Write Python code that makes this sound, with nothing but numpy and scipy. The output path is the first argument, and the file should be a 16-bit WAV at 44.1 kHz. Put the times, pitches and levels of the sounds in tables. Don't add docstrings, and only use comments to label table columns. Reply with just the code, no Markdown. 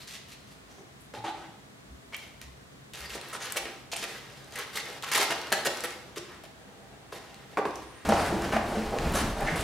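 import sys
import numpy as np
from scipy import signal
from scipy.fft import rfft, irfft
from scipy.io import wavfile
from scipy.ndimage import uniform_filter1d

SR = 44100
rng = np.random.default_rng(int(sys.argv[2]) if len(sys.argv) > 2 else 0)


def unload_audio(sound):
    columns = np.transpose(np.atleast_2d(sound))
    steps = np.round(np.clip(columns, -1, 1) * 32767)
    wavfile.write(sys.argv[1], SR, steps.astype(np.int16))


def gain_from_decibels(decibels):
    exponent = np.asarray(decibels, float) / 20
    return 10 ** exponent


N = 424683
SCENE_CHANGE_S = 8.05

# pitch_hz, level_db (per Hz)
AIR_SPECTRUM = [(12, -55), (20, -66), (53, -0.5), (177, -1.5), (285, -4.5), (388, -3.5), (527, -8),
                (660, -5), (873, -12.5), (1120, -8.5), (2460, -14), (10500, -25), (16000, -29.5)]
# pitch_hz, likeness (-1 to 1)
AIR_LIKENESS = [(60, 0.83), (130, 0.47), (290, 0.19), (640, -0.056), (1410, -0.18), (3100, -0.36),
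                (6820, 0.018), (15000, -0.25)]
# pitch_hz, level_db
HUM_LINES = [(134.6, -61), (199.2, -66), (269.2, -67.5), (393.0, -90.5)]
# pitch_hz, level_db (per Hz)
FOAM_SPECTRUM = [(88, -64), (150, -0.5), (297, 3.5), (475, 12), (578, 3), (649, 9), (1360, -3.5),
                 (2020, -3.5), (2310, -6.5), (12000, -14), (16000, -26)]
# pitch_hz, level_db (per Hz)
CARD_SPECTRUM = [(150, -8), (250, -1), (780, 0), (1200, -6), (2200, -11), (5000, -19), (10000, -25),
                 (16000, -42)]
# pitch_hz, width_hz, level_db
BOX_MODES = [(286, 160, -6), (447, 72, -1.5), (570, 160, 3), (565, 33, -1), (778, 83, 8), (1016, 25, 13),
             (1100, 600, 12), (1560, 450, 21)]
FOAM_STROKES = [(0.0, 53, -58, -4, 2.5), (0.069, 110, -57, -6, 6), (0.28, 71, -63, -13, 6.5),
                (0.47, 75, -69, 7, 5.5), (0.68, 85, -73.5, 12, 5), (0.78, 40, -72, 15.5, 1),
                (2.123, 22, -44.5, -5, -16), (2.17, 110, -59, 4, -1), (2.41, 35, -53, -12, -6),
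                (6.435, 26, -53, 0, -4), (6.52, 680, -63.5, 8, -21), (7.12, 60, -49, 1.5, -3.5),
                (7.18, 690, -55.5, 2, -12), (7.73, 120, -57, -11, -6.5), (7.84, 250, -55, -5, -20),
                (2.934, 143, -44, -3, -6), (3.09, 85, -44.5, -6, -6), (3.15, 53, -44.5, 0, -21),
               (3.22, 120, -45.5, -1.5, -12.5), (3.331, 41, -47, 6, 2), (3.398, 145, -39.5, -3.5, -9),
               (3.546, 22, -38, -1.5, -14), (3.559, 28, -32.5, -1.5, -9), (3.6, 140, -45.5, 1, -29),
               (3.915, 32, -43, -3, 0.5), (3.96, 71, -47.5, -2, 0), (4.025, 28, -39.5, 0.5, -8.5),
               (4.07, 142, -45.5, -2, -9), (4.2, 410, -55.5, 0.5, -8), (4.521, 58, -45, -2.5, -9),
               (4.555, 88, -40.5, -1.5, -7.5), (4.66, 120, -52, 1.5, -7), (4.729, 34, -47, -2, -2),
               (4.752, 53, -36.5, -3, -4.5), (4.82, 160, -44.5, 0.5, -10),
                (5.029, 20.5, -33.5, -11, -12.5), (5.06, 70, -41, -5.5, -10), (5.114, 31.3, -30, -4.5, -4),
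                (5.144, 49, -29, 0, -2), (5.197, 48, -24, -4, -7.5), (5.302, 28.8, -30.5, 0, -10),
                (5.35, 305, -42, -1.5, -18), (5.519, 24.1, -28.5, 3, -5), (5.56, 55, -39.5, 0.5, -16),
                (5.648, 29, -36.5, 7.5, 0.5), (5.7, 240, -42, -4, -11.5), (5.837, 24, -34, 2, -5),
                (5.88, 260, -59, 6, -11), (6.158, 29.3, -38.5, -4, -4.5), (6.2, 190, -52, -29, -17)]
DRAG_STROKES = [(1.135, 60.4, -45, -5, -12), (1.24, 63.6, -39, -13, -18), (1.33, 130, -49.5, 1, -17),
                (7.572, 22.3, -35.5, 14, -10), (7.652, 45.37, -45, 5, -8), (8.0, 78.6, -39.5, 4.5, -10),
                (8.088, 67.4, -28.5, 3, -18), (8.15, 149, -33, 1.5, -10), (8.29, 115.7, -42.5, 11.5, -14),
                (8.41, 51, -34.5, 3, -15), (8.52, 56, -28.5, 0, -20), (8.65, 119, -39.5, 5.5, -11.5),
                (8.75, 150, -42.5, 4.5, -12), (8.92, 65.5, -43, 12.5, -13), (8.99, 132, -44, 5, -14),
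                (9.135, 30, -34.5, 2, -3), (9.155, 65, -30, -1.5, -5.5), (9.24, 90.74, -41, 3.5, -9),
                (9.36, 162, -38.5, 6, -12), (9.45, 98, -34, -0.5, -15.5), (9.555, 73.44, -36.5, 1.5, -1.5)]
STROKE_SAG_DB = [-1.5, -3, -1, 0]
# start_s, length_ms, level_db, pitch_hz, width_hz
RUBBED_RINGS = [(0.0, 57, -58, 4050, 900), (0.12, 57, -62, 2750, 1200), (0.325, 20, -65, 2520, 800),
                (0.68, 160, -70.5, 6100, 1000), (1.0, 70, -69, 10000, 4500), (1.137, 89, -60.5, 3600, 1400),
                (1.241, 70, -50.5, 3320, 1400), (2.127, 30, -50, 2250, 300), (2.127, 43, -53.5, 3180, 160),
                (3.05, 57, -55, 4680, 600), (3.03, 40, -55, 1960, 300), (3.33, 38, -54, 8600, 2500),
                (3.4, 70, -53.5, 6500, 700), (3.42, 54, -56, 9400, 1200), (3.92, 22, -47.5, 2470, 400),
                (3.918, 24, -51, 4300, 500), (3.958, 24, -47, 8850, 2500), (4.07, 70, -54, 1980, 250),
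                (4.55, 40, -51, 2010, 200), (4.755, 48, -51, 2060, 300), (4.855, 30, -53, 1840, 400),
                (5.03, 15, -66, 8900, 2500), (5.522, 10, -42, 4260, 500), (5.522, 13, -47, 11200, 594),
                (5.648, 20, -50, 7120, 500), (5.653, 15, -47, 10200, 1500), (5.836, 11, -46, 1910, 400),
                (5.655, 35, -39, 520, 200), (5.905, 15, -58, 2200, 400), (0.77, 72, -58, 373, 150),
                (7.572, 24, -38.5, 1300, 700), (7.572, 29, -36, 510, 251), (8.09, 115, -34.5, 716, 350),
                (8.31, 92, -36.5, 330, 150), (8.74, 56, -40.5, 443, 120), (8.925, 75, -38, 520, 250),
                (9.14, 53, -40.5, 610, 200), (9.15, 46, -45.5, 10700, 1500), (9.149, 35, -45.5, 6300, 1200),
                (9.465, 35, -36.5, 1900, 600)]
# start_s, peak_db, pitch_hz
SNAPS = [(0.078, -38, 6500), (2.166, -31.5, 9500), (2.178, -39, 8500), (3.131, -38, 3700),
         (3.213, -28, 3500), (3.287, -34, 10500), (3.3, -39, 12500), (3.313, -45, 12500),
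         (3.0064, -32, 3720), (3.3343, -35, 2640), (3.4047, -39, 2790), (3.468, -31, 3640),
         (3.504, -30, 5000), (3.5224, -18.5, 8700), (4.523, -36, 4520), (4.6124, -34, 4370),
         (4.445, -42, 6000), (4.5097, -43, 5000), (4.538, -39, 8000), (4.589, -27, 10000),
         (4.634, -43, 7500), (4.7564, -25, 4010), (4.856, -30.5, 4440), (4.93, -36, 2480),
         (5.0895, -33, 2210), (5.121, -23, 11000), (5.136, -16, 10000), (5.178, -16, 9000),
         (5.505, -36, 9000), (5.906, -34, 7000), (6.318, -48, 3640), (6.348, -42, 2750),
         (5.4154, -25, 3600), (5.471, -31, 3800), (5.772, -26, 4240), (5.806, -24, 5900),
         (7.344, -35, 3530), (7.7092, -36, 4100), (7.757, -28.5, 6100), (8.421, -28, 6030),
         (8.908, -39, 6500), (8.935, -41, 10000), (9.075, -34, 8000), (9.123, -30, 12000),
         (9.408, -30, 8500)]
# start_s, length_ms, level_db
BOARD_CONTACTS = [
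    (1.135, 56, -45),
    (1.239, 59, -33),
    (1.301, 110, -63),
]
# pitch_hz, width_hz, level_db
BOARD_RESONANCES = [(340, 49, -3), (757, 70, 1.5), (870, 80, 2)]
# start_s, peak_db, pitch_hz, length_ms, body_db (box body relative to the peak)
DULL_KNOCKS = [(1.138, -33, 400, 1.6, -3), (2.131, -30.5, 2140, 4.8, -8), (2.143, -23, 2220, 3.8, -26),
               (3.102, -26, 3020, 2.9, -22), (3.349, -21, 1180, 3.5, -22), (3.654, -23.5, 2180, 1.7, -8),
               (3.928, -25, 720, 5.2, -39), (3.959, -26.5, 2810, 4, -24), (5.034, -25, 1090, 5.1, -32),
               (5.132, -18, 1540, 5.4, -26), (5.533, -16.5, 1690, 3, -32), (5.665, -22, 490, 10, -17),
               (6.166, -27, 375, 9.3, -56), (7.123, -34.5, 875, 3.9, 1), (7.571, -14.5, 960, 1.8, -11.5),
               (7.582, -31, 790, 6.4, -3), (7.652, -22.5, 820, 3.3, 4.5), (8.121, -8, 740, 2.7, -14),
               (8.136, -28, 810, 1.6, -22), (8.49, -25, 910, 3.6, -11), (8.528, -19, 667, 9.7, -10),
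               (8.564, -10.5, 758, 3.4, -20), (8.986, -17.5, 2190, 0.99, -8), (9.474, -22, 1770, 3.6, -27)]
# start_s, peak_db, pitch_hz, t60_s
DESK_THUMPS = [
    (1.168, -41, 115, 0.28),
    (1.379, -49, 61, 0.22),
    (1.895, -40, 66.4, 0.27),
    (2.429, -43.5, 67, 0.41),
    (3.003, -41, 66, 0.26),
    (3.099, -45, 58.3, 0.32),
    (3.619, -53, 63, 0.35),
    (7.64, -49, 86, 0.51),
    (7.8, -53.5, 62, 0.6),
]
# start_s, peak_db, pitch_hz, length_ms
PART_SLIPS = [(2.415, -29.5, 2580, 0.71), (2.934, -31, 2960, 3), (3.15, -28, 456, 6.1),
              (3.327, -28, 1200, 6.6), (3.566, -17, 2600, 8), (4.038, -21, 2600, 3.3),
              (4.556, -25, 2060, 3.9), (4.586, -25, 1470, 2.1), (4.772, -18.5, 1940, 2.7),
              (5.023, -27.5, 3280, 2.1), (5.116, -15.5, 1900, 2.2), (5.151, -12.5, 2080, 5.2),
              (5.176, -13.5, 1100, 2.5), (5.314, -23.5, 635, 5), (5.525, -10, 1710, 1.46),
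              (5.654, -16, 1670, 4.3), (5.837, -22.5, 1890, 1.6), (6.434, -38, 660, 5),
              (8.089, -18, 580, 3.6)]
# time_s, pitch_hz, level_db
LID_SQUEAK = [
    (7.835, 8850, -69),
    (7.87, 9150, -68),
    (7.905, 9240, -66),
    (7.929, 9000, -74),
    (7.955, 8750, -70.5),
    (7.973, 9100, -62),
    (7.992, 9290, -63),
    (8.02, 8750, -73),
    (8.05, 7800, -70),
]
# time_s, rumble_db, sway_db
STAND_SHAKE = [
    (8.05, -33, -51),
    (8.45, -33, -52),
    (8.8, -37.5, -47),
    (9.25, -35, -38.5),
    (9.63, -38.5, -41),
]
# pitch_hz, width_hz, level_db
DESK_MODES = [(60.6, 11, 5.5), (94, 205, -3), (136, 13, 1), (215, 480, -14)]
# start_s, peak_db, pitch_hz, t60_s
BOX_BUMPS = [
    (8.083, -19.5, 209, 0.15),
    (8.335, -18.5, 203, 0.092),
    (8.54, -18.5, 222, 0.085),
    (8.766, -19.5, 215, 0.1),
    (9.046, -21.5, 148, 0.11),
    (9.208, -31.5, 219, 0.22),
    (9.422, -26.5, 142, 0.12),
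    (9.518, -20, 161, 0.074),
]
# pitch_hz, t60_s, level_db
ROOM_BANDS = [(110, 0.15, -0.5), (264, 1, -6), (469, 0.74, -6.5), (937, 0.69, -4), (2036, 0.62, -5),
              (4270, 0.77, -5), (7450, 0.51, -8), (14100, 0.77, -12)]
# pitch_hz, likeness
ROOM_LIKENESS = [(125, 0.91), (500, 0.96), (1400, 0.75), (3000, 0.5), (7000, 0.24), (15000, .02)]


def unit(x):
    return x / np.sqrt(np.mean(x ** 2))


def add_at(out, start_s, sound):
    at = int(start_s * SR)
    out[..., at:at + sound.shape[-1]] += sound


def decay(t, t60_s):
    return np.exp(-np.log(1000) * t / t60_s)


def on_log(table, hz):
    points = np.array(table)
    return np.interp(np.log(np.maximum(hz, 1)), np.log(points[:, 0]), points[:, 1])


def colour(x, spectrum, size=8192):
    cepstrum = irfft(np.log(gain_from_decibels(on_log(spectrum, np.fft.rfftfreq(size, 1 / SR)))))
    cepstrum[1:size // 2] *= 2
    cepstrum[size // 2 + 1:] = 0
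    response = irfft(np.exp(rfft(cepstrum)))
    return signal.fftconvolve(x, response)[:len(x)]


def band(x, lo_hz, hi_hz, order=2):
    sos = signal.butter(order, [lo_hz, min(hi_hz, .45 * SR)], "bandpass", fs=SR, output="sos")
    return signal.sosfilt(sos, x)


def ring(x, hz, width_hz):
    return signal.lfilter(*signal.iirpeak(hz, hz / width_hz, fs=SR), x)


def ring_twice(x, hz, width_hz):
    return ring(ring(x, hz, width_hz), hz, width_hz)


def modes(x, table):
    return sum((-1) ** k * gain_from_decibels(db) * ring(x, hz, width) for k, (hz, width, db) in enumerate(table))


def spread(mid, side, alike):
    likeness = np.clip(on_log(alike, np.fft.rfftfreq(len(mid), 1 / SR)), -.9, .99)
    m = irfft(rfft(mid) * np.sqrt(1 + likeness), len(mid))
    s = irfft(rfft(side) * np.sqrt(1 - likeness), len(mid))
    return np.array([m + s, m - s]) / np.sqrt(2)


def walk(rate_hz):
    k = int(SR / rate_hz)
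    held = np.repeat(rng.standard_normal(N // k + 1), k)
    return 1.3 * uniform_filter1d(uniform_filter1d(held, k), k)[:N]


def beads(length, per_s, tail_db, smooth):
    slip = rng.random(length) < per_s / SR
    size = gain_from_decibels(tail_db * np.minimum(rng.exponential(size=length), 2.5))
    size = size * rng.choice([-1., 1.], length)
    return unit(unit(slip * size + 1e-9) + smooth * rng.standard_normal(length))


def box_walls(x):
    return modes(x, BOX_MODES)


def strokes(table, coarse, fine, crackle, walls, stutter_db, stutter_rate):
    scrape = band(coarse, 1088, 3350)
    body = walls * unit(band(box_walls(coarse), 314, 925)) + unit(band(coarse, 256, 1050))
    crackling = band(fine, 2415, 9080)
    bright = band(fine, 7040, 14800)
    layers = np.array([unit(x) for x in (scrape, body, crackling, bright)])
    crackle_db, crackle_share = crackle
    power = np.zeros((4, N + SR))
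    for s, ms, db, hollow_db, bright_db in table:
        along = np.linspace(0, 1, int(1.217 * max(ms, 8) / 1000 * SR))
        shape = np.clip(np.minimum(along / 0.053, (1 - along) / 0.34), 0, 1) ** 2
        mix_db = np.array([0, hollow_db, crackle_db + crackle_share * bright_db, bright_db])
        level_db = db + mix_db[:, None] + np.outer(STROKE_SAG_DB, along - .4)
        add_at(power, s, gain_from_decibels(level_db) ** 2 * shape)
    wander = gain_from_decibels(1.3 * np.array([walk(45.) for _ in layers]))
    stutter = gain_from_decibels(stutter_db * walk(stutter_rate))
    return stutter * np.sum(wander * layers * np.sqrt(power[:, :N]), axis=0)


def air():
    rush = np.zeros((2, N))
    noise = [colour(rng.standard_normal(N), AIR_SPECTRUM) for _ in range(2)]
    for lo_hz in 20 * 2. ** np.arange(10):
        rush += gain_from_decibels(0.33 * walk(3.44)) * np.array([band(x, lo_hz, 2 * lo_hz, order=1) for x in noise])
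    hum = sum(gain_from_decibels(db) * unit(ring(rng.standard_normal(N), hz, 14.3)) for hz, db in HUM_LINES)
    return gain_from_decibels(-50.5 - 1.62) * unit(spread(*rush, AIR_LIKENESS)) + hum


def rubbing():
    coarse = colour(beads(N, per_s=2000., tail_db=3.0, smooth=1.0), FOAM_SPECTRUM)
    fine = colour(beads(N, per_s=2500., tail_db=5.5, smooth=0.48), FOAM_SPECTRUM)
    table = FOAM_STROKES
    return gain_from_decibels(-4.0) * strokes(table, coarse, fine, crackle=(7.5, 1), walls=0.83, stutter_db=2.0, stutter_rate=80.)


def rings():
    out = np.zeros(N + SR)
    grip = gain_from_decibels(3.0 * walk(70.)) * beads(N, per_s=600., tail_db=4.5, smooth=0.4)
    for s, ms, db, hz, width_hz in RUBBED_RINGS:
        length = ms / 1000 * SR
        along = np.arange(int(length) + 1024) / length
        shape = np.clip(np.minimum(along / 0.16, (1 - along) / 0.35), 0, 1)
        rub = grip[int(s * SR) + np.arange(len(along))] * shape
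        tone = unit(ring_twice(rub, hz, width_hz))
        add_at(out, s, gain_from_decibels(db) * tone * np.sqrt(len(rub) / length))
    return out[:N]


def ticks():
    size = 4096
    out, t = np.zeros(N + size), np.arange(size) / SR
    for s, db, hz in SNAPS:
        crack = decay(t, 0.0078) * rng.standard_normal(size)
        snap = ring_twice(crack, hz, 0.78 * hz) + 0.5 * band(crack, 1700, 11000)
        add_at(out, s, gain_from_decibels(db) * snap / np.abs(snap).max())
    return out[:N]


def dragging():
    card = colour(beads(N, per_s=3000., tail_db=6.5, smooth=0.97), CARD_SPECTRUM)
    return gain_from_decibels(-3.0) * strokes(DRAG_STROKES, card, card, crackle=(2, 0.38),
                               walls=0.55, stutter_db=1.5, stutter_rate=70.0)


def board():
    t = np.arange(N) / SR
    settle = sum(gain_from_decibels(db) * ((t > s) & (t < s + ms / 1000)) for s, ms, db in BOARD_CONTACTS)
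    chatter = settle * beads(N, per_s=600., tail_db=0.0, smooth=0.78)
    return modes(chatter, BOARD_RESONANCES) * gain_from_decibels(17.5)


def knocks_and_slips():
    size = 4096
    out, t = np.zeros(N + size), np.arange(size) / SR
    rows = [(*row, -19, -3.5) for row in PART_SLIPS]
    rows += [(*row, -29) for row in DULL_KNOCKS]
    for s, db, hz, ms, body_db, crackle_db in rows:
        fade_s = max(ms, .5) / 1000
        shape = (1 - np.exp(-t / (0.00048 + 0.4 * fade_s))) * np.exp(-t / fade_s)
        clump = beads(size, per_s=3000.0, tail_db=4.5, smooth=0.6) * shape
        tone = ring(ring(clump, hz, .6 * hz), hz, .32 * hz)
        around = band(clump, 0.4 * hz, 2.37 * hz)
        body = band(clump, 270, 975)
        crackle = band(clump, 2600, 11200)
        parts = [(tone, -6.0), (around, -7.0), (body, body_db), (crackle, crackle_db)]
        add_at(out, s, sum(gain_from_decibels(db + gain_db) * x / np.abs(x).max() for x, gain_db in parts))
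    return out[:N]


def thumps(table):
    age, out = np.arange(SR // 2) / SR, np.zeros(N + SR)
    push = 1 - np.exp(-age / 0.025)
    for s, db, hz, t60_s in table:
        add_at(out, s, gain_from_decibels(db + 5.5) * push * decay(age, t60_s) * np.sin(2 * np.pi * hz * age))
    return out[:N]


def squeak():
    s, hz, db = np.transpose(LID_SQUEAK)
    t = np.arange(N) / SR
    phase = 2 * np.pi * np.cumsum(np.interp(t, s, hz)) / SR
    level_db = np.interp(t, s, db, left=-120, right=-120) + 2.2 * walk(80.)
    return np.sqrt(2) * gain_from_decibels(level_db) * np.sin(phase)


def shake():
    s, rumble_db, sway_db = np.transpose(STAND_SHAKE)
    t = np.arange(N) / SR
    rumble = unit(modes(rng.standard_normal(N), DESK_MODES))
    rumble = rumble * gain_from_decibels(np.interp(t, s, rumble_db) + 2.6 * walk(9.))
    sway = unit(ring_twice(rng.standard_normal(N), 30.0, 24.0))
    return rumble + sway * gain_from_decibels(np.interp(t, s, sway_db))


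def room(x, wet_db, near_db):
    t = np.arange(SR) / SR
    tails = np.zeros((2, SR))
    for hz, t60_s, db in ROOM_BANDS:
        fade = (1 - np.exp(-t / 0.00098)) * decay(t, t60_s)
        octave = fade * band(rng.standard_normal((2, SR)), hz / np.sqrt(2), hz * np.sqrt(2))
        tails += gain_from_decibels(db + wet_db) * octave * np.sqrt(2 / np.sum(fade ** 2))
    near = band(rng.standard_normal(SR), 7700, 16600, order=1) * np.exp(-t / 0.0075)
    scatter = gain_from_decibels(near_db) * np.outer([1, -1], near / np.linalg.norm(near))
    response = spread(*tails, ROOM_LIKENESS) + scatter
    return x + signal.fftconvolve(x[None], response, axes=1)[:, :N]


def scene():
    sample = np.arange(N)
    after = sample >= SCENE_CHANGE_S * SR
    later = sample >= (SCENE_CHANGE_S - .06) * SR
    handling = knocks_and_slips() + ticks() + rings() + dragging()
    unpacking = rubbing() + board() + squeak() + handling * ~later
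    first = room(unpacking, wet_db=1.0, near_db=-8.0) + thumps(DESK_THUMPS) + air()
    folding = (handling + thumps(BOX_BUMPS)) * later
    second = room(folding, wet_db=1.5, near_db=-28.0) + shake()
    return np.where(after, second, first)


def band_limit(x):
    return signal.sosfilt(signal.butter(12, 15895, fs=SR, output="sos"), x)


def record(dry):
    low_pass = signal.ellip(10, .3, 45, 15880, fs=SR, output="sos")
    mix = signal.sosfilt(low_pass, dry)
    return band_limit(mix)


dry = scene()
out = record(dry)
unload_audio(out)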